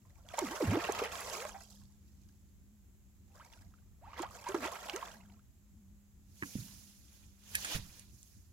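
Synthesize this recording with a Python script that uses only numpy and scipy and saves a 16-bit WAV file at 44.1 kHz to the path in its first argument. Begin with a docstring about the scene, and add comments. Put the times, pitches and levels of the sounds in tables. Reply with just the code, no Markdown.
"""A far rumble, a wavering low hum (filtered noise and a sine) and a faint hiss lie under the whole night scene.
From the start a hooked fish thrashes at the surface of a pond in two bouts with a quiet spell between:
air pockets ring with gliding notes, churned water bubbles in damped sines, spray and drops patter in short bursts.
Then the angler shifts close to the microphone: jacket fabric swishes in bands of noise, with scuffs of noise
and soft bumps of damped low tones."""
import sys
import numpy as np
from scipy import signal
from scipy.io import wavfile

SR = 44100
rng = np.random.default_rng(int(sys.argv[2]) if len(sys.argv) > 2 else 0)


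def persist_wave(psi):
    """Save psi, clipped to +-1, as 16-bit WAV."""
    counts = np.round(np.clip(psi, -1, 1) * 32767).astype(np.int16)
    wavfile.write(sys.argv[1], SR, np.atleast_2d(counts).T)


N = 375732
TIME = np.arange(N) / SR
STEPS = TIME[::32]  # coarse time for envelopes
CUTOFF_HZ = 15900

# relative spectrum of moving water as the microphone hears it: frequency_hz, density_db
WATER_COLOUR = [(150, 1), (300, -5), (500, 4.5), (1000, 4.5), (1600, 1.5), (3000, -4.5), (5000, -1),
                (7200, -1.5), (8800, -12), (10500, -6.5), (15500, -13.5)]


def from_db(db):
    """Level in decibels is twenty times the logarithm of an amplitude ratio; this inverts it."""
    return 10 ** (np.asarray(db) / 20)


def rms_one(x):
    """Root-mean-square normalisation gives signals equal mean power."""
    return x / np.sqrt(np.mean(x ** 2) + 1e-20)


def at_hz(points, hz):
    """Interpolation on a log-frequency axis treats every octave alike."""
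    table = np.array(points)
    return np.interp(np.log(hz), np.log(table[:, 0]), table[:, 1])


def swell(s, hold_s, db, rise_db_per_s, fall_db_per_s):
    """Exponential growth and decay: the level climbs in dB to time s, holds, then falls."""
    before_s = np.maximum(s - STEPS, 0)
    after_s = np.maximum(STEPS - s - hold_s, 0)
    return from_db(db - rise_db_per_s * before_s - fall_db_per_s * after_s)


def joint_level(envelopes):
    """Incoherent sources add in power: joint level in dB at every sample."""
    power = np.sum(np.square(envelopes), axis=0)
    return np.interp(TIME, STEPS, 10 * np.log10(power + 1e-12))


def drift(rate, size=N):
    """Random modulation: Gaussian values of zero mean, `rate` a second, joined by straight lines."""
    return np.interp(np.arange(size) * rate / SR, np.arange(4000), rng.standard_normal(4000))


def band(x, low_hz, high_hz, order=2):
    """A Butterworth band-pass has a maximally flat passband."""
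    edges = [low_hz, min(high_hz, .48 * SR)]
    return signal.sosfilt(signal.butter(order, edges, "band", fs=SR, output="sos"), x)


def add(out, s, sound, pan_db=0, lag=0):
    """Level and time differences place a sound: positive pan favours left, which hears it `lag` samples late."""
    for side, gain, delay in zip(out, from_db([pan_db / 2, -pan_db / 2]), (int(lag), 0)):
        start = min(max(int(s * SR) + delay, 0), N)
        side[start:start + len(sound)] += gain * sound[:N - start]


def banded_noise(colour, patchy_db, flicker_rate, count=20):
    """Partly correlated stereo noise: bands mix a common and an opposed part and flicker singly; rms 1."""
    # correlation of left and right: frequency_hz, likeness
    likeness = [(30, 0.296), (150, 0.87), (1000, 0.26), (4000, 0.072)]
    edges = np.geomspace(max(colour[0][0], 22), CUTOFF_HZ, count + 1)
    out = 0
    white = rng.standard_normal((2, 2, N))
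    for k, (low, high) in enumerate(zip(edges, edges[1:])):
        mid, side = band(white[k % 2], low, high, order=3)
        hz = np.sqrt(low * high)
        alike = np.clip(at_hz(likeness, hz), -1, 1)
        flicker_db = patchy_db * drift(flicker_rate) if patchy_db else 0
        gain = from_db(at_hz(colour, hz) + flicker_db)
        out = out + gain * (np.sqrt(1 + alike) * mid + np.sqrt(1 - alike) * side * [[1], [-1]])
    return rms_one(out)


def crack(low_hz, high_hz, t60):
    """A broadband impact: band-limited noise decays exponentially, by 60 dB in t60 seconds."""
    noise = rms_one(band(rng.standard_normal(SR // 2), low_hz, high_hz, order=4))
    return noise * from_db(-60 * TIME[:SR // 2] / t60)


def night():
    """Amplitude modulation of filtered noise: a far rumble surges with a wavering hum, over a steady hiss."""
    # relative spectrum of the night air as the microphone hears it: frequency_hz, density_db
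    night_colour = [(25, -23), (50, -2.5), (85, -3), (141, -16), (200, -16.5), (250, -25.5), (309, -20),
                    (430, -36), (3400, -44), (5000, -46), (6200, -43), (7300, -36.5), (8400, -58.5),
                    (11300, -41.5), (16000, -42.5)]
    air = from_db(-60.5) * banded_noise(night_colour, patchy_db=0, flicker_rate=1, count=28)
    rumble = signal.sosfiltfilt(signal.butter(2, 400, fs=SR, output="sos"), air)
    hum_hz, hum_waver_db, surge_db = 202, 4, 3
    hum_level = from_db(-67 + hum_waver_db * drift(6.2))
    hum = hum_level * np.sin(2 * np.pi * hum_hz * TIME + 1.41 * drift(21))
    surge = from_db(surge_db * drift(16)) - 1  # added to the rumble already in the air
    return air + surge * rumble + hum


def pocket(length_s, start_hz, end_hz, swelling):
    """Cavity resonance: a pocket's note glides, its ragged wall unsteadies it, an abrupt start slaps harder."""
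    roughness, fade_db = .34, 13
    overtone_ratio, overtone_db = 4.4, -23
    turbulence_db = -10.5  # rush of water an octave above the note
    slap_db, slap_t60_s = -19.5, .059  # before the swelling factor below
    age = np.arange(min(int(2 * length_s * SR), SR // 2)) / (length_s * SR)  # in lengths
    swelling = np.clip(swelling, .02, .9)  # share of the length

    glide_hz = start_hz * (end_hz / start_hz) ** np.minimum(age, 1.1)
    phase = 2 * np.pi * np.cumsum(glide_hz) / SR
    rise = np.sin(np.pi / 2 * np.minimum(age / swelling, 1))
    fading = np.maximum(age - swelling, 0) / (1 - swelling)
    shape = rise * from_db(-fade_db * fading ** 1.58)

    wall, wobble, ripple = (drift(start_hz / 2, len(age)) for _ in range(3))
    note = (1 + roughness * wall) * np.sin(phase + roughness * wobble)
    overtone = from_db(overtone_db) * ripple * np.sin(overtone_ratio * phase + wobble)
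    rush = from_db(turbulence_db) * drift(start_hz + end_hz, len(age)) * np.sin(2 * phase)
    slap = crack(start_hz, 2 * start_hz + 700, slap_t60_s)
    sound = from_db(slap_db) * (1 - swelling) ** 2 * slap
    sound[:len(age)] += shape * (note + overtone + rush)
    return sound


def pockets():
    """Resonance falls as a cavity grows: hollows ring lower opening, higher closing; deep plops ring longer."""
    # tail strokes open a hollow that closes again:
    # start_s, opening_s, closing_s, shallow_hz, deepest_hz, opening_db, closing_db
    strokes = [(.418, 0.053, 0.076, 417, 185.6, -32.5, -41), (.603, .082, 0.093, 594, 107, -29, -27.5),
               (1.273, 0.072, .13, 663, 348, -48, -45.5), (4.543, 0.079, 0.053, 416, 234.5, -37.5, -41.5)]
    # water closing over air: start_s, length_s, level_db, start_hz, end_hz, swelling (share of length)
    gulps = [(.05, 0.025, -66, 1003, 1050, 0.12), (.245, .04, -61, 530, 900, 0.17),
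             (1.04, 0.091, -47.5, 440, 540, 0.083), (1.543, 0.039, -41.5, 770, 786, 0.047),
             (3.296, 0.07, -69, 777, 828, 0.14), (3.397, 0.032, -52, 935, 1910, 0.066),
             (4.01, .066, -55.5, 480, 1610, 0.59), (4.061, 0.051, -51.5, 684, 1180, 0.35),
             (4.229, 0.036, -37.5, 683, 1175, 0.079), (4.46, 0.033, -35.5, 922, 1033, .35),
             (4.49, 0.04, -39.5, 365, 428, 0.043), (4.933, .06, -39, 310, 626, 0.19)]
    # trapped air pockets, from a deep whump to small high plops: start_s, level_db, pitch_hz (at the start)
    plops = [(0.337, -36, 634), (.382, -25.5, 810), (.385, -29.5, 531), (0.67, -28, 91.8),
             (.754, -28.5, 784), (.768, -27.5, 288), (.889, -25.5, 740), (0.894, -28.5, 406),
             (1.017, -24.5, 416), (1.451, -37, 538), (3.738, -57, 1205), (3.785, -61.5, 1310),
             (4.132, -42, 1050), (4.193, -34, 910), (4.197, -34.5, 307), (4.543, -32.5, 772),
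             (4.544, -28, 361), (4.547, -31, 1190), (4.682, -38, 582), (4.755, -37, 1250),
             (5.026, -36, 986), (5.392, -60, 1210)]
    opening_swell, closing_swell, plop_swell = .067, .55, .2  # shares of each length
    plop_cycles, plop_rise_octaves = 7.2, .28  # length in cycles of the starting pitch

    out, notes = np.zeros((2, N)), []
    for s, opening_s, closing_s, shallow_hz, deep_hz, opening_db, closing_db in strokes:
        opening = pocket(opening_s, shallow_hz, deep_hz, opening_swell)
        closing = pocket(closing_s, deep_hz, shallow_hz, closing_swell)
        notes += [(s, opening_db, opening), (s + opening_s, closing_db, closing)]
    for s, length_s, db, start_hz, end_hz, swelling in gulps:
        notes.append((s, db, pocket(length_s, start_hz, end_hz, swelling)))
    for s, db, hz in plops:
        notes.append((s, db, pocket(plop_cycles / hz, hz, hz * 2 ** plop_rise_octaves, plop_swell)))
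    for s, db, sound in notes:
        add(out, s, from_db(db) * sound, pan_db=-2.2, lag=2)
    return out


def bubbles(level_db, low_hz, high_hz, per_s, cycles, spread_db, rise, count=40000):
    """Bubble resonance: each rings as a damped, rising sine; harder stirring makes more and louder ones."""
    crowding = .48  # dB on the bubble rate's gain per dB of stirring
    out, chance = np.zeros((2, N)), rng.random((count, 7))
    stir_db = level_db[(chance[:, 0] * N).astype(int)]
    rate = per_s * from_db(crowding * (stir_db + 42.5))  # per_s holds at -42.5 dB
    hz = low_hz * (high_hz / low_hz) ** chance[:, 1]
    weight_db = at_hz(WATER_COLOUR, hz) + spread_db * chance[:, 2] ** 2
    weight = rms_one(from_db(weight_db) * np.sqrt(hz))
    decay = cycles * 2 ** (2 * chance[:, 3] - 1) / hz / np.log(1000)  # time constant, s
    height = 2 * from_db(stir_db) * weight / np.sqrt(rate * decay)
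    # bubbles lie scattered over the splash; the higher their pitch, the wider their level differences
    pan_db = 11 * np.sqrt(hz / 3000) * (chance[:, 5] - .5)
    lag = np.round(8 * chance[:, 6] - 2)
    for k in np.flatnonzero(chance[:, 4] < rate * TIME[-1] / count):
        age = np.arange(int(6 * decay[k] * SR)) / (decay[k] * SR)  # in time constants
        ring = np.sin(2 * np.pi * hz[k] * decay[k] * age * (1 + rise * age))
        ping = ring * np.exp(-age) * (1 - np.exp(-6 * age))
        add(out, chance[k, 0] * TIME[-1], height[k] * ping, pan_db[k], lag[k])
    return out


def gushes(share_db):
    """Transient growth and exponential decay: envelopes of water sheets thrown up by a flick of the tail."""
    # start_s, level_db (before share and swell), t60_s
    sheets = [(.383, -32, 0.05), (.51, -55.5, 0.51), (.888, -36, 0.016), (4.172, -53, 0.22),
              (4.22, -36, 0.05), (4.476, -44.5, 0.075), (4.612, -42.5, .15), (4.637, -43, 0.14),
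              (4.748, -51, .11), (4.84, -58.5, .1), (4.885, -39, 0.036), (4.956, -40.5, 0.046),
              (5.022, -49, 0.082)]
    swell_s = .026
    envelopes = []
    for s, db, t60 in sheets:
        decay = from_db(db + share_db - 60 * np.maximum(STEPS - s, 0) / t60)
        envelopes.append(decay * np.clip((STEPS - s) / swell_s, 0, 1))
    return envelopes


def clumps(per_s, t60):
    """Shot noise: water lands in random handfuls, each lifting a level in dB that sinks again."""
    landings = (rng.random(N) < per_s / SR) * rng.exponential(1, N)
    power = signal.lfilter([1], [1, -from_db(-120 / (t60 * SR))], landings + 1e-18)
    return 10 * np.log10(.45 + .55 * power / power.mean())


def churn():
    """Incoherent superposition: fast-building, slow-settling bubbles and spray stand out of a wash of froth."""
    # spells of stirred water: full_strength_s, hold_s, bubbling_db, spray_db (both before the mix)
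    spells = [(0.086, 0.14, -78.5, -76), (0.382, 0.29, -51.5, -50.5), (0.69, .33, -45.5, -50.5),
              (1.151, .24, -48.5, -46), (1.627, .11, -75, -62.5), (2.043, 0.3, -90, -78.5),
              (3.362, 0.22, -70.5, -68), (4.148, 0.056, -59.5, -68.5), (4.329, 0.027, -58.5, -56),
              (4.496, 0.52, -53.5, -54)]
    rise_db_per_s, bubbling_fall_db_per_s, spray_fall_db_per_s = 186, 88, 81.5
    stirred = [swell(s, hold, db, rise_db_per_s, bubbling_fall_db_per_s) for s, hold, db, _ in spells]
    sprayed = [swell(s, hold, db, rise_db_per_s, spray_fall_db_per_s) for s, hold, _, db in spells]
    landing_db = clumps(per_s=65, t60=.09)
    bubbling_db = joint_level(stirred + gushes(share_db=9.5)) + landing_db
    spray_db = joint_level(sprayed + gushes(share_db=4)) + landing_db

    gurgle = from_db(4.5) * bubbles(bubbling_db, 421.4, 3400, per_s=950, cycles=36, spread_db=1.5, rise=.012)
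    spray = from_db(-3.5) * bubbles(spray_db, 2956, 14900, per_s=2000, cycles=36, spread_db=5.5, rise=.008)
    froth = banded_noise(WATER_COLOUR, patchy_db=-0.5, flicker_rate=83) * from_db(-5.5)
    low_wash = from_db(bubbling_db + 1.0) * rms_one(band(froth, 140, 4600))
    high_wash = from_db(spray_db - 2.5) * rms_one(band(froth, 3170, 16000))
    return (gurgle + spray + low_wash + high_wash) * from_db([[-1.2], [1.2]])


def bank(x, t60=0.11):
    """Diffuse scattering: the bank returns a dull echo, as convolution with decaying noise of unit energy."""
    scatter = [rms_one(crack(437, 2800, t60)) / np.sqrt(SR / 2) for _ in x]
    return np.array([signal.fftconvolve(side, tail)[:N] for side, tail in zip(x, scatter)])


def drops():
    """Impact and bubble resonance: slaps and heavy drops tick and crack, and trap one tiny ringing bubble."""
    # start_s, level_db, pitch_hz
    strikes = [(0.288, -42.5, 3370), (.39, -27, 7080), (0.486, -35.5, 1400), (.7178, -31, 866),
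               (.7555, -37, 1000), (.922, -32.5, 6400), (1.155, -36, 3200), (1.2055, -35.5, 10100),
               (1.299, -34.5, 4860), (1.4023, -38.5, 2460), (1.452, -34.5, 1180), (3.536, -53, 2850),
               (4.2199, -38.5, 7280), (4.228, -39.5, 3320), (4.488, -36.5, 6360), (4.897, -29.5, 2950),
               (4.9616, -35, 6370)]
    ping_t60, tick_t60, crack_t60 = .011, .002, .018  # s
    out, t = np.zeros((2, N)), TIME[:SR // 2]
    for s, db, hz in strikes:
        ping = np.sin(2 * np.pi * hz * t) * from_db(-60 * t / ping_t60)
        tick = .5 * crack(2000, 14000, tick_t60)
        burst = from_db(-7) * crack(hz / 2, 2 * hz, crack_t60)
        add(out, s, from_db(db) * (ping + tick + burst), pan_db=-5.0, lag=1)
    return out


def cloth():
    """Friction noise: fabric sliding on fabric gives a fine hiss and a coarse rasp, each with its own level."""
    # full_strength_s, hold_s, fall_db_per_s, hiss_db, rasp_db (both before flicker and balance)
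    slides = [(6.455, 0.15, 31.5, -56.5, -63), (7.142, 0.035, 58.5, -69.5, -72.5),
              (7.565, 0.086, 148, -52, -53.5), (7.727, 0.031, 393, -47.5, -41.5),
              (7.815, 0.17, 116, -63.5, -65), (8.14, .17, 53, -69, -79.5)]
    # relative spectra of hiss and rasp as the microphone hears them: frequency_hz, density_db
    hiss_colour = [(1500, -35), (3000, -17), (5000, 0), (7000, 3), (8800, -13), (10800, -5), (15500, -5)]
    rasp_colour = [(250, -7), (600, -5.5), (1100, -6.5), (1800, -17), (2600, -2.5), (4500, -3.5),
                   (9000, -21.5)]
    rise_db_per_s = 139
    hiss_db = joint_level([swell(s, hold, db, rise_db_per_s, fall) for s, hold, fall, db, _ in slides])
    rasp_db = joint_level([swell(s, hold, db, rise_db_per_s, fall) for s, hold, fall, _, db in slides])
    hiss = from_db(hiss_db) * banded_noise(hiss_colour, patchy_db=1.8, flicker_rate=63, count=12)
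    rasp = from_db(rasp_db) * banded_noise(rasp_colour, patchy_db=3.5, flicker_rate=71, count=14)
    return (hiss + rasp) * from_db(0.68 * drift(250)) * from_db([[-1.6], [1.6]])


def bumps():
    """Damped oscillation: soft bumps of the angler's movement are low tones of unsteady phase with dull noise."""
    # start_s, level_db, pitch_hz, t60_s
    thuds = [(6.423, -36.5, 282, 0.14), (6.554, -23.5, 198, 0.051), (6.583, -37.5, 133, 0.21),
             (6.608, -55, 193.4, 1), (7.75, -31.5, 98.5, 0.17), (7.77, -46.5, 42, 0.64),
             (8.13, -48, 102, 0.11)]
    out, t = np.zeros((2, N)), TIME[:SR // 2]
    for s, db, hz, t60 in thuds:
        tone = np.sin(2 * np.pi * hz * t + 1.93 * drift(94.5, len(t)))
        thud = tone * (1 - np.exp(-t / 0.0012)) * from_db(-60 * t / t60)
        add(out, s, from_db(db) * (thud + .5 * crack(39, 222, t60)), pan_db=-5.0, lag=12)
    return out


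def scuffs():
    """Impulsive friction: snaps and scuffs of clothing and tackle are decaying bursts of band-limited noise."""
    # start_s, level_db, low_hz, high_hz, t60_s
    snaps = [(6.424, -33.5, 884, 2400, 0.017), (6.432, -37.5, 875, 2320, 0.032),
             (7.547, -37, 1710, 2840, 0.1), (7.5525, -28, 2520, 14400, 0.026),
             (7.646, -38.5, 583, 8500, 0.081), (7.995, -46, 2460, 11800, 0.0097),
             (8.23, -44, 3600, 8240, 0.0052)]
    out = np.zeros((2, N))
    for s, db, low_hz, high_hz, t60 in snaps:
        add(out, s, from_db(db) * crack(low_hz, high_hz, t60), pan_db=-3.0, lag=10)
    return out


def housing(x):
    """Resonance: the hand-held housing reinforces sound near its own frequencies."""
    # frequency_hz, width_hz, level_db (of the added band)
    resonances = [(1700, 250, 9.5), (2400, 124, -0.5), (10400, 1900, 2.5)]
    return x + sum(from_db(db) * band(x, hz - width / 2, hz + width / 2, order=1)
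                   for hz, width, db in resonances)


def angler():
    """Superposition: cloth and scuffs pass through the resonant housing, and bumps join them."""
    return housing(cloth() + scuffs()) + bumps()


def scene():
    """Superposition: the fish and its echo, the angler close by, and the night around them."""
    fish = pockets() + churn() + drops()
    echo_db = -17
    return fish + from_db(echo_db) * bank(fish) + angler() + night()


def record(dry):
    """Linear filtering: the right microphone port lifts the treble; an elliptic low-pass cuts the top steeply."""
    heard = dry + [[0], [.4]] * band(dry, 3660, 9640, order=1)
    return signal.sosfilt(signal.ellip(12, .1, 80, CUTOFF_HZ, fs=SR, output="sos"), heard)


dry = scene()
out = record(dry)
persist_wave(out)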